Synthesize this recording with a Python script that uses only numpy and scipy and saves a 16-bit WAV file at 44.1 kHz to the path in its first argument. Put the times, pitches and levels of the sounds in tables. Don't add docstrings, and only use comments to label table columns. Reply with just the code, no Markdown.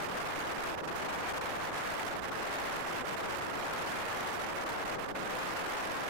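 import sys
import numpy as np
from scipy import signal
from scipy.fft import rfft, irfft, next_fast_len
from scipy.io import wavfile
from scipy.ndimage import uniform_filter1d, map_coordinates

SR = 44100
rng = np.random.default_rng(int(sys.argv[2]) if len(sys.argv) > 2 else 0)


def voltage_ratio(decibels):
    exponent = np.asarray(decibels, float) / 20
    return 10 ** exponent


def to_wav(sig):
    pcm = np.clip(np.atleast_2d(sig), -1, 1) * 32767
    pcm = np.round(pcm).astype(np.int16)
    wavfile.write(sys.argv[1], SR, pcm.T)


N = 268745


def port(gust_db, sag_db, drive_db, pitch, flutter_db, fast_db, lumps_db, bass_db):
    calm = voltage_ratio(.3 * sag_db)
    unrest_db = calm * (flutter_db * wobble(35) + fast_db * wobble(130))
    flow_db = 1.05 * gust_db + .8 * sag_db + unrest_db
    flow_db = -1.8 * np.log1p(np.exp(-flow_db / 1.8)) - .6

    travelled = np.cumsum(pitch * voltage_ratio(.46 * flow_db - .11 * sag_db))
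    small = map_coordinates(turbulence(2 * N), [travelled], mode="wrap")
    large = map_coordinates(turbulence(N), [.16 * np.arange(N)])

    push_db = .5 * flow_db + .24 * sag_db
    clumps_db = calm * np.minimum(lumps_db * wobble(220), 4.5)
    return voltage_ratio(drive_db + push_db + clumps_db) * small + voltage_ratio(bass_db) * large


# frequency in Hz, level in dB per Hz.
EDDIES = [(20, -19), (100, -11.5), (300, -5), (600, -1.5), (1000, -1.5), (1600, -5), (2500, -13.5),
          (4000, -34), (8000, -32.5), (16000, -52.5)]


def turbulence(length):
    m = next_fast_len(length)
    gain = voltage_ratio(along(EDDIES, np.fft.rfftfreq(m, 1 / SR)))
    x = irfft(rfft(rng.standard_normal(m)) * gain, m)
    return x / np.std(x)


def wobble(rate_hz):
    knots = rng.standard_normal(int(N * rate_hz / SR) + 4)
    return map_coordinates(knots, [np.arange(N) * rate_hz / SR])


# time in seconds, left speed in dB, right speed in dB.
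GUST_SPEED = [(0, -2, -0.59), (.5, -0.91, -0.88), (.86, -4.5, -4.5), (1.1, -2, -1), (1.5, -1.5, -0.89),
              (1.95, 0.41, -.3), (2.23, -6.5, -1.11), (2.48, .8, -.8), (2.7, .7, 0.07), (2.97, -4, -0.34),
              (3.5, -1.3, -1.09), (3.76, -1.3, -.8), (4.05, 2, 0.32), (4.48, -3.5, 0.31), (4.7, -.5, -1.19),
              (5.14, -5.5, -2.5), (5.42, 0, 0), (6.09, -1, -.3)]


def gusts():
    s, *speeds_db = np.transpose(GUST_SPEED)
    return [np.interp(np.arange(N) / SR, s, db) for db in speeds_db]


# centre in seconds, depth in dB.
LEFT_LULLS = [(.065, -16), (.323, -12.5), (.549, -14.5), (.763, -14), (.811, -16.5), (.853, -14.5),
              (.941, -15), (.98, -14), (1.718, -12), (1.975, -14), (2.053, -14), (2.185, -15),
              (2.217, -15.5), (2.273, -14.5), (2.297, -15), (2.791, -14), (3.033, -15), (3.062, -15.5),
              (3.164, -12), (3.38, -15), (3.615, -13.5), (4.372, -13), (4.553, -16), (4.653, -13.5),
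              (4.844, -16.5), (5.022, -12.5), (5.076, -13), (5.137, -18), (5.247, -14.5)]
RIGHT_LULLS = [(.435, -8), (.538, -10), (.655, -9.5), (.763, -14.5), (.824, -15), (.868, -11), (.899, -12),
               (1.04, -8), (1.078, -10), (1.121, -8), (1.325, -12.5), (1.399, -15), (1.593, -7.5),
               (1.706, -14.5), (2.149, -12), (2.209, -13), (2.311, -17.5), (3.033, -13), (3.066, -8),
               (3.156, -12.5), (3.522, -8.5), (4.074, -8.5), (4.648, -11.5), (4.684, -9), (4.77, -8.5),
               (4.805, -8), (4.975, -17.5), (5.075, -12.5), (5.133, -19), (5.678, -11.5)]


def lulls(left_gust_db, right_gust_db):
    left = air_drops(LEFT_LULLS, left_gust_db, chance_db=-11.5, count=18)
    right = air_drops(RIGHT_LULLS, right_gust_db, chance_db=-7, count=10)
    return left, right


def air_drops(rows, gust_db, chance_db, count):
    width_s_per_db = .0012
    slack_growth_per_db = .25
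    scatter_db = .8

    t = np.arange(N) / SR
    drop_db = np.zeros(N)
    share = np.cumsum(np.exp(-slack_growth_per_db * gust_db))
    spread = (np.arange(count) + rng.random(count)) / count
    when_s = np.interp(spread, share / share[-1], t)
    depths_db = chance_db + scatter_db * rng.standard_normal(count)
    for s, db in [*rows, *zip(when_s, depths_db)]:
        width_s = width_s_per_db * abs(db)
        near = slice(max(0, int((s - 2 * width_s) * SR)), int((s + 2 * width_s) * SR))
        dip_db = db * np.exp(-np.abs(1.5 * (t[near] - s) / width_s) ** 4)
        drop_db[near] = np.minimum(drop_db[near], dip_db)
    return drop_db


def along(points, hz):
    f, v = np.transpose(points)
    return np.interp(np.log(hz + 1), np.log(f + 1), v)


def overload(pressure):
    knee = 26.0
    return pressure / (1 + np.abs(pressure) ** knee) ** (1 / knee)


# frequency in Hz, gain in dB.
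STAGE_GAIN = [(15, -1), (60, -3.5), (250, -2.5), (1000, -1.5), (2500, 1), (4000, 1.5), (8000, 6),
              (12000, 9.5), (15500, 12.5), (20000, 0)]


def stage_colour(x):
    m = 4096
    cep = irfft(np.log(voltage_ratio(along(STAGE_GAIN, np.fft.rfftfreq(m, 1 / SR)))), m)
    cep[1:m // 2] *= 2
    cep[m // 2 + 1:] = 0
    impulse = irfft(np.exp(rfft(cep)), m)
    return signal.fftconvolve(x, impulse[None], axes=1)[:, :N]


# frequency in Hz, scatter in radians.
PHASE_SCATTER = [(200, 0.39), (1500, 0.48), (3000, 0.99), (6000, 1.55), (16000, 2.7)]


def smeared(x):
    hz, _, z = signal.stft(x, SR, nperseg=128, noverlap=96)
    z = z * np.exp(1j * along(PHASE_SCATTER, hz)[:, None] * rng.standard_normal(z.shape))
    z[:, hz > 15900] = 0
    return signal.istft(z, SR, nperseg=128, noverlap=96)[1][:, :N]


def starved(x, quiet_db, from_hz):
    hz, _, z = signal.stft(x, SR, nperseg=1024)
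    treble = hz > from_hz
    usual_power = np.mean(np.abs(z[:, treble]) ** 2)
    power = uniform_filter1d(np.abs(z) ** 2, size=5, axis=1)
    faint = power < voltage_ratio(2 * quiet_db) * usual_power
    z = np.where(faint & treble[:, None], .1 * z, z)
    return signal.istft(z, SR, nperseg=1024)[1][:, :N]


def noise_floor(shape):
    return voltage_ratio(-42) * signal.lfilter([1], [1, -.75], rng.standard_normal(shape))


def scene():
    left_db, right_db = gusts()
    left_sag, right_sag = lulls(left_db, right_db)
    left = port(left_db, left_sag, drive_db=5.0, pitch=.95,
                flutter_db=1.8, fast_db=4.0, lumps_db=5.0, bass_db=-22.5)
    right = port(right_db, right_sag, drive_db=6.0, pitch=1.25,
                 flutter_db=0.91, fast_db=2.5, lumps_db=2.0, bass_db=-14)
    return np.array([left, right])


def band_limit(x):
    return signal.sosfilt(signal.butter(12, 15830, fs=SR, output="sos"), x)


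def record(dry):
    flat = overload(dry)
    staged = stage_colour(flat + noise_floor(dry.shape))
    blurred = starved(smeared(staged), quiet_db=-19, from_hz=8000)
    mix = voltage_ratio([[-31.6], [-31.9]]) * blurred
    return band_limit(mix)


dry = scene()
out = record(dry)
to_wav(out)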